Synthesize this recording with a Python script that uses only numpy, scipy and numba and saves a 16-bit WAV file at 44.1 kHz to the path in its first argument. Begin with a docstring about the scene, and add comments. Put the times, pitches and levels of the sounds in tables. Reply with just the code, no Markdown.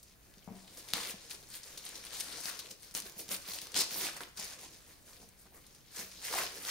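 """Two hands pick a sticker off a roll of thin tissue paper on a table and unwrap it, heard in stereo.
The crinkle is thousands of short random pops, each ringing for a few cycles like a small buckle of the sheet.
Single creases snap and set off a flurry of more pops; knuckles and roll bump the table top and make it ring.
A furnished room answers with a fading noise tail, over a faint hum and hiss of shaped noise."""
import sys
import numpy as np
from scipy import signal
from scipy.fft import rfft, irfft
from scipy.io import wavfile
from scipy.ndimage import uniform_filter1d
from numba import njit

SR = 44100
rng = np.random.default_rng(int(sys.argv[2]) if len(sys.argv) > 2 else 0)


def master(y):
    """Save y as 16-bit WAV."""
    cut = np.clip(np.atleast_2d(y).T, -1, 1)
    pcm = np.round(cut * 32767)  # scale
    wavfile.write(sys.argv[1], SR, pcm.astype(np.int16))


N = 295470
T = np.arange(N) / SR

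# single creases: (t/s, peak level/dB, ringing pitch f/Hz, level/dB of the flurry relative to the peak)
CREASES = [(0.029, -41, 10300, -15), (0.339, -42, 4500, -20.5), (0.38, -51.5, 4370, -7.5),
           (0.424, -54, 3920, -11), (0.443, -44, 8830, -21), (0.678, -46, 4190, -13),
           (0.7512, -43, 6500, -33), (0.7726, -36, 6000, -20), (0.887, -34.5, 4080, -25),
           (0.904, -32, 4670, -28), (0.9355, -9.5, 3960, -36), (0.952, -31, 4500, -18),
           (1.006, -32, 4500, -16), (1.036, -30, 4200, -16), (1.048, -35, 3500, -18.5),
           (1.056, -33, 4500, -21), (1.066, -36, 4000, -23), (1.075, -35, 3340, -29),
           (1.087, -33, 3200, -20), (1.096, -27.5, 2660, -27), (1.2087, -46, 6230, -20),
           (1.276, -55, 3960, -28), (1.2885, -42, 4600, -22), (1.2975, -30, 6850, -27),
           (1.303, -38, 9500, -22), (1.306, -31, 9500, -17), (1.31, -30, 4600, -19),
           (1.3145, -30, 9500, -25), (1.345, -40, 5030, -14), (1.4275, -43, 4550, -24),
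           (1.4891, -41, 10100, -22), (1.436, -40, 4500, -30), (1.502, -35, 9050, -22),
           (1.5417, -34, 4000, -20), (1.5514, -34, 9100, -15), (1.6312, -38.5, 6500, -11),
           (1.6733, -39, 4730, -16), (1.7015, -42, 4680, -27), (1.775, -27, 6200, -24),
           (1.777, -30, 5770, -19.5), (1.781, -27.5, 8500, -23), (1.796, -41, 3500, -14),
           (1.811, -38, 11000, -25), (1.842, -38, 4050, -20), (1.852, -28.5, 8900, -20),
           (1.8639, -29, 4770, -20.5), (1.89, -29.5, 10800, -25), (1.906, -44, 7000, -27),
           (1.943, -43, 6890, -20), (1.9539, -37, 4960, -15), (1.958, -47, 3500, -28),
           (1.978, -34, 4710, -27), (2.028, -42, 4000, -25), (2.038, -36.5, 4840, -12.5),
           (2.0512, -30, 9700, -20), (2.06, -32, 8000, -18), (2.0667, -34, 5140, -17),
           (2.149, -28, 6740, -19), (2.199, -26, 9020, -15), (2.206, -21.5, 5360, -21),
           (2.246, -47, 7500, -26), (2.3178, -32, 4870, -24), (2.325, -32, 6000, -17),
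           (2.373, -40, 5870, -30), (2.4034, -31, 8450, -17.5), (2.441, -39, 3970, -23),
           (2.4563, -21, 5200, -25), (2.4724, -34, 8870, -19), (2.5545, -40, 4860, -22),
           (2.591, -26.5, 5040, -23), (2.592, -32.5, 12000, -14), (2.597, -32.5, 6000, -12),
           (2.6603, -38, 2670, -30), (2.698, -43, 9850, -22), (2.709, -35.5, 6040, -15),
           (2.8317, -33.5, 6050, -34), (2.911, -35, 6030, -22), (2.9413, -29, 8950, -23),
           (2.9498, -14, 6360, -29), (3.002, -23, 6850, -31), (3.021, -31, 6200, -22.5),
           (3.057, -50, 390, -14), (3.0636, -35, 4900, -20), (3.097, -33, 6200, -32),
           (3.1222, -32, 6630, -31), (3.192, -42, 4900, -9.5), (3.2816, -34, 8580, -21),
           (3.29, -25, 5250, -23), (3.315, -20.5, 6130, -15.5), (3.343, -27.5, 4680, -12),
           (3.363, -26, 7000, -20), (3.453, -41, 3500, -28), (3.464, -37, 4000, -26),
           (3.478, -34, 5100, -23), (3.4861, -34, 3790, -26), (3.508, -36, 5000, -17),
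           (3.517, -27.5, 5070, -23), (3.535, -27, 5300, -15.5), (3.5862, -29.5, 4960, -16),
           (3.6162, -26.5, 5120, -24.5), (3.656, -40, 9140, -25), (3.67, -31, 6040, -30),
           (3.694, -45, 4500, -22), (3.7191, -34, 6440, -16), (3.7438, -21, 4700, -22),
           (3.764, -18, 5140, -16), (3.8147, -20, 6140, -28), (3.907, -41, 3920, -7),
           (3.942, -24, 5650, -19), (3.959, -42, 990, -12), (4.055, -40, 790, -22),
           (4.065, -31.5, 3300, -14.5), (4.074, -43, 1000, -25), (4.086, -34.5, 1520, -10),
           (4.164, -46, 920, -12), (4.1664, -29.5, 6800, -21), (4.206, -34.5, 1460, -20),
           (4.207, -28, 4000, -26), (4.211, -43, 940, -21), (4.2344, -32, 3340, -22),
           (4.3727, -32, 5600, -15), (4.3931, -32, 4630, -13), (4.397, -32, 8730, -13),
           (4.4248, -28, 5200, -18), (4.586, -43, 5500, -19), (4.66, -44, 3950, -16),
           (4.908, -52, 1950, -14), (5.077, -56, 1470, -17), (5.09, -59, 1250, -7), (5.107, -58, 1030, -8),
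           (5.126, -58, 1200, -8), (5.132, -46, 4700, -12), (5.227, -63, 744, -13),
           (5.2885, -46, 9530, -17), (5.46, -59, 1030, -8), (5.522, -60, 735, -11),
           (5.64, -56.5, 2800, -10.5), (5.665, -45, 9600, -14), (5.7478, -40, 9100, -22),
           (5.9449, -45, 13000, -25), (5.962, -38.5, 8500, -10), (6.114, -48.5, 4740, -5.5),
           (6.249, -35, 8700, -8), (6.251, -57, 460, -12), (6.282, -43, 1080, -5), (6.301, -52, 470, -4),
           (6.326, -47, 934, -10), (6.327, -35, 1630, -9), (6.328, -28, 6000, -11), (6.338, -25, 7000, -14),
           (6.338, -36, 1000, -2), (6.349, -25.5, 6500, -11.5), (6.31, -46, 460, -11),
           (6.322, -49.5, 450, -4), (6.355, -33, 740, -8), (6.358, -28, 7000, -15), (6.366, -27, 5500, -14),
           (6.378, -33.5, 2500, -20), (6.368, -45, 790, -18), (6.381, -32.5, 910, -19),
           (6.4, -39, 577, -17), (6.419, -28.5, 2620, -16), (6.438, -40, 690, -18),
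           (6.465, -33.5, 2470, -10), (6.5555, -40, 5070, -27), (6.583, -35, 5700, -26),
           (6.651, -27, 4400, -25)]
# fingers resting and shifting on the sheet: (t/s, crinkle level/dB, left minus right level/dB)
RESTING_GRIP = [(0, -68.5, 0), (.2, -69, 1), (.5, -65.5, 2), (.75, -59, 1.5), (1.25, -62.5, 1),
                (1.75, -57, 2), (2.0, -55.5, 1.5), (2.2, -49.5, 2.5), (2.55, -50.5, 3.5), (2.75, -63, 2.5),
                (2.92, -62, 2), (3.1, -61.5, -0.5), (3.7, -56, 1), (4.15, -53, -1), (4.33, -69, 1.5),
                (4.6, -60, -0.5), (4.85, -65, 0.5), (5.3, -69, 1), (5.85, -66, 0.5), (6.15, -57.5, 0.5),
                (6.7, -49, 0)]


def undb(db):
    """Turn decibels into an amplitude factor."""
    return 10 ** (np.asarray(db) / 20)


def filtered(x, order, hz, kind="low"):
    """Keep the sound below (low) or above (high) a pitch."""
    return signal.lfilter(*signal.butter(order, hz, kind, fs=SR), x)


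def ring(x, hz, width_hz):
    """Two-pole resonance with gain 1 at the centre."""
    return signal.lfilter(*signal.iirpeak(hz, hz / width_hz, fs=SR), x)


def walk(rate):
    """Random level that glides to a new value about `rate` times a second; its spread is about 0.8."""
    k = int(SR / rate)
    steps = np.repeat(rng.standard_normal(N // k + 1), k)
    return 0.95 * uniform_filter1d(steps, k)[:N]


def hum():
    """Low house rumble and microphone hiss: shaped noise, more alike left and right in the bass."""
    # loudness at each pitch: (f/Hz, relative level/dB per Hz)
    hum_levels = [(15, -10), (25, 2), (33, -2), (62, 2.5), (80, -3.5), (130, -2.5), (300, -10), (600, -14),
                  (1200, -20), (2500, -22.5), (5000, -40), (11000, -23), (16000, -18)]
    # how alike left and right are: (f/Hz, correlation from 0 to 1)
    hum_likeness = [(30, 0.56), (250, 0.62), (1000, 0.066), (4000, 0.075), (16000, .05)]
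    level_db = -62
    log_hz = np.log(np.fft.rfftfreq(N, 1 / SR) + 1)
    hz, db = np.transpose(hum_levels)
    gain = undb(np.interp(log_hz, np.log(hz), db))
    hz, likeness = np.transpose(hum_likeness)
    alike = np.interp(log_hz, np.log(hz), likeness)
    # the shared part has equal signs left and right, the differing part opposite signs
    mid, side = rfft(rng.standard_normal((2, N))) * gain * np.sqrt([1 + alike, 1 - alike])
    out = irfft(np.array([mid + side, mid - side]), N)
    return undb(level_db + 1.1 * walk(6)) * out / out.std()


def room(dry):
    """A diffuse tail, duller than the direct sound and, in the treble, unlike at the two ports."""
    t60_s, level_db = 0.51, -9.5
    alike_below_hz, dull_above_hz = 322, 6550
    age = T[:int(.5 * SR)]
    fade_in = np.clip(age / 0.0036 - .5, 0, 1)  # silent for 1.8 ms, full at 5.4 ms
    tail = rng.standard_normal((2, len(age))) * undb(-60 * age / t60_s) * fade_in
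    # long waves reach both close ports alike
    bass = filtered(tail, 1, alike_below_hz)
    tail = tail - bass + bass[0]
    tail = filtered(tail, 1, dull_above_hz)
    tail /= np.sqrt((tail ** 2).sum(axis=1, keepdims=True))
    both_ports = dry.mean(axis=0)[None]
    return undb(level_db) * signal.fftconvolve(tail, both_ports, axes=1)[:, :N]


def bumps():
    """Half-sine pushes ring the table top; a longer contact is duller, the ring time varies between bumps."""
    # bumps: (t/s, peak level/dB, contact/ms, ring time as a factor on the table's usual ring,
    # favoured pitch of the spot f/Hz, left minus right level/dB)
    knocks = [(0.369, -49, 1.5, 0.49, 180, 1), (0.474, -34.5, 0.46, 0.32, 240, 8),
              (0.4855, -40, 0.31, 0.35, 680, 4), (0.502, -41.5, 2.1, 1.4, 195, 9),
              (0.5119, -39, 1.4, 0.94, 195, 5), (0.545, -49, 0.4, 0.6, 690, 1),
              (0.635, -52, 0.4, 1, 720, 1), (0.933, -36, 0.18, 0.5, 186, 2),
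              (1.138, -40, 0.82, 0.35, 186, 1), (2.452, -42, 0.39, 0.32, 474, 1),
              (2.714, -50, 0.64, 0.42, 153, 1), (2.95, -47.5, 1, 0.41, 266, 1.5),
              (3.034, -47.5, 0.66, 0.76, 334, -2), (3.165, -47, 0.92, 0.73, 315, -1),
              (3.286, -43.5, 0.41, 0.39, 353, 4), (3.311, -41, 0.8, 0.66, 312, 1),
              (3.484, -41.5, 0.38, 0.35, 471, 2), (3.621, -48, 0.46, 0.36, 326, 2),
              (3.746, -42, 1.1, 0.36, 520, 4), (3.913, -45.5, 0.39, 1.2, 468, 3),
              (4.199, -59, 0.53, 0.58, 380, 3), (4.39, -42.5, 0.9, 0.97, 598, 2),
              (5.227, -51, 0.84, 0.89, 191, 0), (5.454, -51, 0.49, 0.55, 342, -2),
              (5.987, -45.5, 0.53, 1.7, 186, 1)]
    # usual ringing of the table top: (f/Hz, level/dB, time to fade by 60 dB t/s)
    top_rings = [(165, -18, .08), (190, -1, .4), (206, -1, .14), (228, 0, .13), (310, -15, .2),
                 (388, -9, .35), (452, -7, .35), (653, 0, .22), (708, -3, .25), (791, -3, .3),
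                 (888, -5, .25), (953, -7, .3), (1195, -12, .13)]
    spot_db_per_octave, delay_s = 3, .0025
    out, age = np.zeros((2, N + SR)), T[:SR // 2]
    for s, db, contact_ms, ring_factor, spot_hz, pan_db in knocks:
        top = np.zeros(len(age))
        for hz, ring_db, t60 in top_rings:
            # pitches far from the favoured one ring more weakly at this spot
            spot_db = -spot_db_per_octave * abs(np.log2(hz / spot_hz))
            fade_db = -60 * age / t60 / max(ring_factor, .1)
            top += undb(ring_db + spot_db + fade_db) * np.sin(2 * np.pi * hz * age)
        # no contact is shorter than 0.2 ms
        push = np.sin(np.pi * np.clip(1000 * T[:1024] / max(contact_ms, .2), 0, 1))
        thud = signal.fftconvolve(top, push)
        thud /= np.abs(thud).max()
        at = int((s + delay_s) * SR)
        port_db = db + np.array([[pan_db], [-pan_db]]) / 2
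        out[:, at:at + len(thud)] += undb(port_db) * thud
    # the top is too small to radiate the deepest bass
    return filtered(out[:, :N], 2, 130, "high")


def snaps():
    """Each crease flips over: a few cycles at its pitch, a bright crack, then the echo off the table."""
    deep_hz, damping = 2500, 1.6  # below this pitch creases ring for more cycles and crack less
    crack_share, crack_s = .75, .0004
    echo_s, echo_db = .0042, -16
    left_lag_s = .000018  # creases reach the left port this much later
    out, age = np.zeros(N), T[:512]
    for s, db, hz, _ in CREASES:
        crisp = np.sqrt(min(hz / deep_hz, 1))
        shape = np.sin(2 * np.pi * hz * age) * hz * age * np.exp(-damping * crisp * hz * age)
        crack = rng.standard_normal(len(age)) * np.exp(-age / crack_s)
        shape += crack_share * crisp ** 3 * crack * np.abs(shape).max()
        at = int((s + .0004) * SR)
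        out[at:at + len(age)] += undb(db) * shape / np.abs(shape).max()
    out = out + undb(echo_db) * np.roll(out, int(echo_s * SR))
    # turning the phase in step with pitch delays by less than one sample
    delay = np.exp(-2j * np.pi * np.fft.rfftfreq(N, 1 / SR) * left_lag_s)
    left = irfft(rfft(out) * delay, N)
    return np.array([left, out])


def flurry(size_hz):
    """Power of the after-crackle that each crease sets off, mostly in buckles near its own size."""
    t60_s, rise_s, spread_octaves = 0.069, .001, .8
    power = np.zeros(N)
    for s, db, hz, after_db in CREASES:
        at = int(s * SR)
        age = T[:int(t60_s * SR)][:N - at]
        near = np.exp(-(np.log2(size_hz / hz) / spread_octaves) ** 2)
        fade = undb(db + after_db - 60 * age / t60_s) ** 2
        power[at:at + len(age)] += near * np.minimum(age / rise_s, 1) * fade
    return power


def handling():
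    """Strength of the broad, small, middle and finest buckles: the resting grip plus every pull."""
    # pulls and crumples: (start t/s, rise t/s, hold t/s, crinkle level/dB,
    # then level/dB relative to it of broad folds, small folds, finest buckles)
    pulls = [(0.463, 0.02, 0.044, -79, 22.5, 16.5, -14), (0.539, 0.017, 0.041, -60.5, -8, -3.5, -3),
             (0.757, 0.017, 0.03, -52.5, -14, -11, -4.5), (0.857, 0.032, 0.026, -51, -10.5, -10, -3),
             (0.925, 0.012, 0.048, -42, -14, -5.5, -5), (0.981, .02, 0.067, -44, -15.5, -6, -2),
             (1.06, 0.024, 0.027, -46.5, -10, -7.5, 2), (1.183, 0.03, 0.045, -56, -13, -14, -7),
             (1.292, 0.008, 0.042, -58.5, -11, 0, 6.5), (1.483, 0.041, 0.052, -54.5, -18, -14, 1),
             (2.09, 0.046, 0.069, -47.5, -24, -11, -3), (2.295, 0.035, 0.05, -50, -13, -6, -3),
             (2.421, 0.018, 0.058, -45, -19, -8, 0), (2.694, 0.013, 0.0082, -60, -2, -8, 9.5),
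             (2.794, 0.036, 0.019, -57.5, -25, -12, 4), (2.943, 0.011, 0.036, -43.5, -13, -12, 1.5),
             (3.023, 0.033, 0.011, -53.5, -9, -6.5, 6), (3.158, 0.036, 0.013, -50, -5.5, -12, 4),
             (3.288, 0.024, 0.04, -41, -10, -7, 3), (3.437, 0.052, 0.062, -47, -17, -10, -1),
             (3.596, 0.019, 0.019, -54, -9, -13, 5), (3.736, 0.025, 0.054, -30.5, -20, -14.5, -7.5),
             (3.888, 0.025, 0.077, -44, -13, -8, 3), (3.972, 0.035, 0.07, -40, -17, -6.5, -1.5),
             (4.16, 0.0092, 0.0084, -53, -12, 2, 2), (4.192, 0.019, 0.0086, -52.5, 2, 3, 6.5),
             (4.351, 0.028, 0.075, -50, -11.5, -3, 0), (4.438, 0.027, 0.072, -50.5, -15, -7, -4.5),
             (4.574, 0.015, 0.06, -53, -15, -9, -3), (4.715, 0.019, 0.012, -58.5, -14, -12, -7),
             (4.839, 0.049, 0.037, -60, -11, -5.5, 1.5), (4.998, 0.074, 0.096, -60.5, -7, -12, 0.5),
             (5.182, 0.019, 0.032, -64, 0, -5, 3), (5.362, 0.035, 0.027, -80, -5, -4, 20.5),
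             (5.503, 0.036, 0.038, -78.5, 10, 10, 20), (5.909, 0.083, 0.0049, -45.5, -12, -5, 4),
             (6.157, 0.1, 0.044, -43.5, -23, -7.5, -2.5), (6.269, 0.067, 0.022, -38.5, -14.5, -7, 3),
             (6.352, 0.027, 0.0085, -36.5, -12.5, 2, -1), (6.384, 0.029, 0.023, -39.5, -13, -9.5, -3),
             (6.572, 0.11, .05, -40.5, -27, -3.5, -2)]
    rise_db = 22.5  # each pull starts this far below its full level
    release_t60_s, release_per_rise = 0.076, 2.7  # a slower pull also lets go more slowly

    def size_power(broad_db, small_db, fine_db):
        """Power of the four size groups relative to the middle one."""
        return undb([[broad_db], [small_db], [0], [fine_db]]) ** 2

    s, db, _ = np.transpose(RESTING_GRIP)
    power = size_power(-11.5, -8.5, -5) * undb(np.interp(T, s, db)) ** 2
    for start, rise, hold, db, *sizes_db in pulls:
        t60 = release_t60_s + release_per_rise * rise
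        let_go, end = rise + hold, rise + hold + t60
        at = int(start * SR)
        age = T[:int(end * SR)][:N - at]
        shape_db = np.interp(age, [0, rise, let_go, end], [-rise_db, 0, 0, -60])
        power[:, at:at + len(age)] += size_power(*sizes_db) * undb(db + shape_db) ** 2
    return np.sqrt(power)


def clicks(s, size, pan_db, lag_s):
    """Impulses at both ports, each split between two samples; a positive lag reaches the right port later."""
    out = np.zeros((2, N + 2))
    for port, side in enumerate((1, -1)):
        at = np.clip((s - side * lag_s / 2) * SR, 0, N - 1)
        whole = at.astype(int)
        gain = size * undb(side * pan_db / 2)
        np.add.at(out[port], whole, gain * (1 - at + whole))
        np.add.at(out[port], whole + 1, gain * (at - whole))
    return out[:, :N]


@njit
def drifting_ring(x, g, k):
    """State-variable band-pass whose centre moves every sample; gain 1 at the centre."""
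    y = np.empty_like(x)
    for port in range(x.shape[0]):
        b, l = 0., 0.
        for i in range(x.shape[1]):
            v = (b + g[i] * (x[port, i] - l)) / (1 + g[i] * (g[i] + k))
            b, l = 2 * v - b, l + 2 * g[i] * v
            y[port, i] = k * v
    return y


def buckles(sizes, hand, cluster_db, after_power):
    """Scattered pops of the sheet, each size ringing briefly and wandering in pitch and strength on its own."""
    size_scatter_db, biggest = 3.3, 3.4  # pop sizes are random, with a ceiling
    pan_scatter_db, wander_db = 4, 3.0
    lag_s, lag_scatter_s, lag_scatter_cycles = .000005, .0001, .18  # arrival between the ports
    drift_octaves, drift_per_s = .13, 22  # the folds keep changing size
    drift_top_hz = 3500  # finer buckles drift less
    out, total = 0, np.sqrt(sum(undb(db) ** 2 for _, _, db, _ in sizes))
    for hz, cycles, db, per_s in sizes:
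        count = int(per_s * N / SR)
        when_s = rng.random(count) * N / SR
        sign, pan, lag = rng.standard_normal((3, count))
        big = np.minimum(rng.exponential(size=count), biggest)
        size = np.sign(sign) * undb(size_scatter_db * big)
        lags_s = lag_s + min(lag_scatter_cycles / hz, lag_scatter_s) * lag
        pops = clicks(when_s, size, pan_scatter_db * pan, lags_s)
        drift = drift_octaves * min(drift_top_hz / hz, 1) * walk(drift_per_s)
        centre = np.tan(np.pi * np.minimum(hz * 2 ** drift / SR, .42))
        # two rings in a row; the tiny offset keeps the filter from computing with vanishing numbers
        pops = drifting_ring(pops + 1e-18, centre, 1.44 / cycles)
        pops = drifting_ring(pops, centre, 1.44 / cycles)
        strength = np.sqrt((hand * undb(db) / total) ** 2 + after_power(hz))
        out = out + strength * undb(cluster_db + wander_db * walk(20)) * pops / pops.std()
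    return out


def crinkle():
    """The hands set the strength; one buckle triggers its neighbours, so all sizes swell and thin together."""
    # buckle sizes, from broad to fine: (f/Hz, cycles of ringing, relative level/dB, buckles per second)
    broad = [(295, 1.1, 0.5, 500), (475, 2.9, 0.5, 790)]
    small = [(760, 2.27, -7, 530), (1053, 3.3, -6, 610), (1502, 2.7, -2.5, 910), (2084, 2.5, 0, 1200)]
    middle = [(3050, 1.75, -11, 1200), (4310, 2.26, -8, 1800), (6200, 2.1, -3.5, 2100),
              (7610, 4.3, -5, 1800)]
    fine = [(8350, 3.3, 0.62, 1700), (12500, 1.34, 0, 1300), (14100, 2.2, 0.93, 1700)]
    # lone fibres letting go, under one cycle each, same columns
    fibre_ticks = [(5170, 0.55, 0, 160), (11500, 0.9, 0, 90)]
    tick_db = -7.5  # against the middle buckles
    hands = handling()
    cluster_db = 1.9 * (walk(25.082) + 0.3 * walk(150))
    sheet = snaps()
    for sizes, hand in zip((broad, small, middle, fine), hands):
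        sheet += buckles(sizes, hand, cluster_db, flurry)
    # ticks join no flurry
    sheet += buckles(fibre_ticks, hands[2] * undb(tick_db), cluster_db, lambda hz: 0)
    s, _, left_minus_right_db = np.transpose(RESTING_GRIP)
    pan_db = np.interp(T, s, left_minus_right_db)
    return sheet * undb(np.array([pan_db, -pan_db]) / 2)


def scene():
    """Paper and table heard directly, their answer from the room, and the hum and hiss."""
    sheet, table = crinkle(), bumps()
    # the room answers only the part of the knocks above 500 Hz; their low ring stays dry
    to_room = sheet + filtered(table, 2, 500, "high")
    return sheet + table + room(to_room) + hum()


def record(dry):
    """The left port has its own resonances, the housing dips one treble band, the top is cut."""
    # left port against the right: (f/Hz, level/dB, phase ahead/radians)
    left_port = [(1500, 0, .1), (4700, 3, .4), (7000, -2.5, 1.0), (9300, 3.5, 1.3), (11000, 1.5, 1.6),
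                 (12500, -2.5, 2.7), (16000, -2, 3.0)]
    notch_hz, notch_width_hz, notch_depth = 7780, 1600, 0.55
    top_hz = 15700
    port_hz, port_db, ahead = np.transpose(left_port)
    hz = np.fft.rfftfreq(N, 1 / SR)
    response = undb(np.interp(hz, port_hz, port_db)) * np.exp(1j * np.interp(hz, port_hz, ahead))
    left = irfft(rfft(dry[0]) * response, N)
    heard = np.array([left, dry[1]])
    heard = heard - notch_depth * ring(heard, notch_hz, notch_width_hz)
    return signal.sosfilt(signal.ellip(10, .2, 80, top_hz, fs=SR, output="sos"), heard)


dry = scene()
out = record(dry)
master(out)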